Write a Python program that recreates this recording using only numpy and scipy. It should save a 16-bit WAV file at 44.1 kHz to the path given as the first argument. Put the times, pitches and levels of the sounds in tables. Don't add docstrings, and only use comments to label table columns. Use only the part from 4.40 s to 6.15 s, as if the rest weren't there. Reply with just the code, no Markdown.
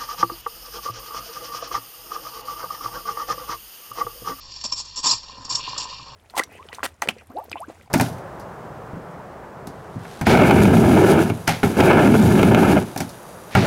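import sys
import numpy as np
from scipy import signal
from scipy.fft import rfft, irfft
from scipy.io import wavfile
from scipy.ndimage import uniform_filter1d

SR = 44100
rng = np.random.default_rng(int(sys.argv[2]) if len(sys.argv) > 2 else 0)


def wav_record(signal):
    frames = np.transpose(np.atleast_2d(signal))
    bounded = np.clip(frames, -1, 1)
    quanta = np.round(bounded * 32767).astype(np.int16)
    wavfile.write(sys.argv[1], SR, quanta)


N = 77175
T = np.arange(N) / SR


def from_db(db):
    return 10 ** (np.asarray(db) / 20)


def rms(x):
    return np.sqrt(np.mean(x ** 2) + 1e-20)


def colour(x, outline):
    hz, db = np.transpose(outline)
    bin_hz = np.maximum(np.arange(N // 2 + 1) * SR / N, 1)
    y = irfft(rfft(x) * from_db(np.interp(np.log(bin_hz), np.log(hz), db)), N)
    return y / rms(y)


def low_pass(x, hz):
    return signal.sosfilt(signal.butter(2, hz, fs=SR, output="sos"), x + 1e-18)


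def drift(hz):
    y = low_pass(rng.standard_normal(2 * N), hz)[N:]
    return y / rms(y)


def grains(per_s, spread_db):
    sizes = from_db(spread_db * np.minimum(rng.exponential(1, N), 4))
    return sizes * rng.choice([-1, 1], N) * (rng.random(N) < per_s / SR)


def envelope(start_s, length_s, attack_s, release_s):
    rise = np.clip((T - start_s) / attack_s, 0, 1)
    return rise * np.exp(-np.maximum(T - start_s - length_s, 0) / release_s)


def steady(x, window_s=0.0091):
    return x / np.sqrt(uniform_filter1d(x * x, size=int(window_s * SR)) + 1e-12)


# frequency in Hz, width in Hz, gain in dB.
AIR_MODES = [(256.6, 218, -17), (576, 132, -20.5), (994.3, 96.3, -6.5), (1229, 178, -20.5),
             (1767, 28, -29.5), (2360, 73, -25.5), (2382, 62, -16), (2817, 111, -12.5), (3023, 110, -15.5),
             (3383, 121, -12.5), (3682, 97, -9.5), (4245, 83, -4.5), (4367, 67, -1), (4701, 134, -1),
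             (4765, 63, 4), (5047, 210, -5), (5324, 160, -2), (5479, 147, 5), (5850, 153, -17),
             (6230, 114, -18.5), (6940, 167, -7), (6953, 76, -7.5), (7286, 81, -5), (7680, 130, -12.5),
             (7976, 420, -23.5)]
# frequency in Hz, width in Hz.
MOUTH_NULLS = [(388, 29), (2010, 150), (3970, 45), (5085, 35)]


def pitcher(x):
    out = 0
    for k, (hz, width_hz, db) in enumerate(AIR_MODES):
        radius = np.exp(-np.pi * width_hz / SR)
        poles = [1, -2 * radius * np.cos(2 * np.pi * hz / SR), radius ** 2]
        ring = (1 - radius ** 2) / 2 * signal.lfilter([1, 0, -1], poles, x + 1e-18)
        out += (-1) ** k * from_db(db) * ring
    for hz, width_hz in MOUTH_NULLS:
        out = signal.lfilter(*signal.iirnotch(hz, hz / width_hz, fs=SR), out)
    return out


def in_pitcher(source, gain):
    return pitcher(source * gain) / rms(pitcher(source))


# time in seconds, then fizz, froth and churn levels in dB.
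JET_LEVELS = [(0, -46.5, -58, -53.5), (.15, -43.5, -54, -55), (.30, -42, -75.5, -51),
              (.53, -45, -55, -57.5), (.80, -40, -74.5, -50.5), (0.879, -46.5, -50, -50.5),
              (.95, -50, -48.5, -46.5), (1.02, -48.5, -85, -45), (1.08, -44.5, -83, -45.5),
              (1.12, -47, -48, -35.5), (1.21, -41.5, -41.5, -45), (1.261, -39.5, -32.5, -50),
              (1.319, -39.5, -42.5, -40), (1.40, -61, -37, -38.5), (1.489, -41.5, -41, -44.5),
              (1.56, -45, -45, -48), (1.64, -48.5, -47.5, -46.5), (1.75, -58, -50, -44.5)]
# start in seconds, length in seconds, level in dB.
SIZZLES = [(.114, 0.0072, -35), (.160, 0.0065, -35.5), (.206, 0.012, -35), (.283, 0.024, -55),
           (.783, 0.0019, -30), (1.285, 0.013, -34.5), (1.340, 0.004, -29), (1.404, 0.0039, -31),
           (1.491, 0.011, -41.5), (1.532, 0.02, -52)]
# frequency in Hz, relative level in dB.
FIZZ_SPECTRUM = [(200, -9.5), (1000, -13), (2000, 8), (2500, 0), (3500, 2.5), (4400, 2.5), (4900, -1),
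                 (5500, -3.5), (7000, -2.5), (7700, -7.5), (8300, -24.5)]
FROTH_SPECTRUM = [(200, -35), (1000, -3), (1800, 3), (2800, 10), (3400, 5), (4300, 2), (5500, -23.5),
                  (8300, -29.5)]
CHURN_SPECTRUM = [(50, -10), (110, 10.5), (190, 0), (270, -11), (570, 3), (850, 2), (1020, -1),
                  (1250, -2.5), (1800, 2), (2500, -10), (5000, -23)]


def jet():
    times_s, *levels_db = np.transpose(JET_LEVELS)
    fizz_db, froth_db, churn_db = [np.interp(T, times_s, db) for db in levels_db]
    sizzle_power = sum((from_db(db) * envelope(start_s, length_s, attack_s=0.0019, release_s=0.0012)) ** 2
                       for start_s, length_s, db in SIZZLES)
    fizz_gain = np.hypot(from_db(fizz_db + 1.6 * drift(hz=38)), np.sqrt(sizzle_power))
    fizz = colour(grains(per_s=6500, spread_db=5), FIZZ_SPECTRUM)
    froth = colour(grains(per_s=1700, spread_db=4.5), FROTH_SPECTRUM)
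    froth_gain = from_db(froth_db + 2.0 * drift(hz=39))
    churn = colour(grains(per_s=900, spread_db=2.5), CHURN_SPECTRUM)
    churn_gain = from_db(churn_db + 0.71 * drift(hz=29))
    return in_pitcher(fizz, fizz_gain) + in_pitcher(froth, froth_gain) + in_pitcher(churn, churn_gain)


# frequency in Hz, level in dB.
HUM_PARTIALS = [(59.3, -55), (118.6, -72)]
RUMBLE_SPECTRUM = [(15, 2.5), (35, -5), (75, -23), (108, -1), (170, -15.5), (300, -18), (1000, -33),
                   (8000, -62)]


def machine(waver_db=0.5, rumble_db=-55.5):
    hum = sum(np.sqrt(2) * from_db(db) * np.sin(2 * np.pi * (hz * T + rng.random()))
              for hz, db in HUM_PARTIALS)
    waver = from_db(waver_db * drift(hz=10))
    rumble = colour(rng.standard_normal(N), RUMBLE_SPECTRUM)
    return hum * waver + from_db(rumble_db) * rumble


def small_bubbles(per_s=55, centre_hz=1020, log_scatter=0.096, over_churn_db=1.5, spread_db=1.5):
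    jet_s, _, _, churn_db = np.transpose(JET_LEVELS)
    times_s = np.cumsum(rng.uniform(0.2, 1.8, size=200)) / per_s
    level_draw, pitch_draw = rng.standard_normal((200, 2)).T
    peaks_db = np.interp(times_s, jet_s, churn_db) + over_churn_db + spread_db * level_draw
    pitches_hz = centre_hz * np.exp(log_scatter * pitch_draw)
    return [row for row in zip(times_s, peaks_db, pitches_hz) if row[0] < T[-1]]


# start in seconds, peak level in dB, pitch in Hz.
LARGE_BUBBLES = [(0.24, -32.5, 957), (.321, -26.5, 1031), (0.4, -34.5, 932), (.406, -36, 948),
                 (.644, -23, 973), (0.658, -19.5, 984), (0.729, -23, 998), (.896, -34.5, 1064),
                 (.983, -37, 1000), (1.106, -26, 1050), (1.174, -31, 1066), (1.193, -27.5, 1050),
                 (1.277, -22, 1020), (1.286, -29.5, 1022), (1.310, -35.5, 990), (1.332, -24.5, 998),
                 (1.363, -27, 1160), (1.384, -32.5, 1120), (1.454, -26.5, 1004), (1.527, -29.5, 1070),
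                 (1.597, -31.5, 1090), (1.674, -40, 1100)]


def plops(rise_s=0.002, thud_db=-22.5):
    thud = low_pass(rng.standard_normal(N), hz=615)
    thud *= from_db(thud_db) / rms(thud)
    out = np.zeros(N)
    for start_s, db, hz in list(LARGE_BUBBLES) + small_bubbles():
        first = int(start_s * SR)
        span = slice(first, first + SR // 20)
        age_s = np.maximum(T[span] - start_s, 0)
        swell = age_s / rise_s * np.exp(1 - age_s / rise_s)
        out[span] += from_db(db) * swell * (np.sin(2 * np.pi * hz * age_s) + thud[span])
    return out


# start, length and attack in seconds, treble level in dB, bass weight in dB.
GULPS = [(0.236, 0.023, 0.0056, -28, -0.5), (0.316, 0.016, 0.0082, -28.5, 1.5),
         (0.354, .014, 0.0095, -32.5, -3.5), (0.37, 0.041, .011, -31, -3.5),
         (0.444, 0.016, 0.014, -39.5, -19), (0.557, 0.033, 0.0058, -31.5, -2),
         (0.57, 0.034, 0.0075, -34.5, 3), (0.627, 0.042, 0.018, -23, 4.5), (.656, 0.025, 0.0087, -21, 3),
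         (0.682, 0.024, .004, -22.5, 1.5), (0.707, 0.011, 0.0045, -17.5, -1.5),
         (.720, 0.018, 0.0023, -26, 4.5), (0.741, 0.015, 0.0036, -31, 0), (0.759, 0.019, .003, -43.5, -4.5),
         (1.045, 0.0067, 0.0069, -32.5, 3.5), (1.089, .026, 0.016, -26, -9),
         (1.120, .015, .003, -29.5, 0.5), (1.148, 0.011, 0.0031, -23, -9), (1.16, 0.03, .003, -34.5, -3),
         (1.375, 0.0082, 0.0059, -24, -4.5), (1.384, 0.034, 0.0025, -32.5, -0.5),
         (1.420, 0.024, 0.011, -34.5, 2.5)]
# frequency in Hz, relative level in dB.
GULP_SPECTRUM = [(50, -23.5), (130, 2), (250, -10), (570, -3.5), (900, 2.5), (1020, 1), (1200, 1.5),
                 (2500, -0.5), (4500, -0.5), (5500, -3), (7300, 5), (8500, 0.5)]


def gulps(crossover_hz=3000, flutter_db=1.52):
    rush = pitcher(colour(rng.standard_normal(N), GULP_SPECTRUM))
    rush /= rms(rush)
    bass = signal.sosfiltfilt(signal.butter(2, crossover_hz, fs=SR, output="sos"), rush)
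    treble_power = bass_power = 0
    for start_s, length_s, attack_s, db, bass_db in GULPS:
        gain = from_db(db) * envelope(start_s, length_s, attack_s, release_s=0.0064)
        treble_power += gain ** 2
        bass_power += (gain * from_db(bass_db)) ** 2
    highs = steady(rush - bass) * np.sqrt(treble_power)
    lows = rms(bass) * steady(bass) * np.sqrt(bass_power)
    return (highs + lows) * from_db(flutter_db * drift(hz=168))


# start and length in seconds, level in dB, pitch in Hz.
GURGLES = [(0.242, 0.014, -38, 271), (0.325, 0.0088, -44, 270), (0.571, 0.027, -48.5, 245),
           (0.651, 0.063, -44.5, 260), (0.693, 0.063, -46, 122.5), (0.927, 0.0077, -47.5, 234),
           (0.977, 0.0057, -40, 220), (0.989, 0.031, -48.5, 115), (1.050, 0.0048, -40.5, 250),
           (1.22, 0.017, -47, 130), (1.274, .025, -45.5, 127), (1.598, 0.033, -46.5, 112),
           (1.71, 0.026, -49.5, 121)]
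# multiple of the pitch, relative level in dB.
GURGLE_SPECTRUM = [(.45, -29.5), (.75, -11), (1, 9.5), (1.2, -4.5), (1.55, -15.5), (2.25, -2), (3, -22),
                   (8, -41.5)]


def gurgles():
    out = 0
    for start_s, length_s, db, hz in GURGLES:
        outline = [(multiple * hz, level_db) for multiple, level_db in GURGLE_SPECTRUM]
        burble = steady(colour(rng.standard_normal(N), outline))
        out += from_db(db) * burble * envelope(start_s, length_s, attack_s=0.0094, release_s=0.0037)
    return out


# start and length in seconds, level in dB, pitch in Hz.
CHIRPS = [(0.258, 0.0066, -24, 5420), (0.321, 0.0057, -19, 5440), (0.3308, .0045, -17.5, 5400),
          (0.564, 0.036, -33, 5500), (0.659, 0.012, -20.5, 5480), (0.685, 0.014, -26.5, 5490),
          (0.698, 0.0064, -18.5, 4150), (0.709, 0.0098, -15.5, 4893), (0.719, 0.0028, -31, 5490),
          (1.097, 0.021, -28, 5480), (1.146, 0.0094, -21.5, 5490), (1.158, 0.0048, -29, 5530)]


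def chirps(waver_hz=55.6):
    detune_hz = waver_hz * drift(hz=381)
    out = 0
    for start_s, length_s, db, hz in CHIRPS:
        whistle = np.sqrt(2) * np.sin(2 * np.pi * np.cumsum(hz + detune_hz) / SR)
        out += from_db(db) * whistle * envelope(start_s, length_s, attack_s=0.0044, release_s=0.0029)
    return out


# delay in seconds, gain in dB.
REFLECTIONS = [(.00381, -17), (.00673, -20), (.00873, -23)]


def kitchen(x, t60_s=0.13, tail_db=-10.5, predelay_s=0.005):
    near = sum(from_db(db) * np.interp(T - delay_s, T, x, left=0) for delay_s, db in REFLECTIONS)
    tail = rng.standard_normal(N) * from_db(-60 * T / t60_s) * (T > predelay_s)
    tail /= np.sqrt(np.sum(tail ** 2))
    return near + from_db(tail_db) * signal.fftconvolve(x, tail)[:N]


def scene():
    milk = jet() + gulps() + chirps() + plops() + gurgles()
    return (milk + kitchen(milk) + machine())[None]


def record(dry):
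    cutoff_hz = 8400
    return signal.sosfilt(signal.ellip(10, 0.3, 75, cutoff_hz, fs=SR, output="sos"), dry)


dry = scene()
out = record(dry)
wav_record(out)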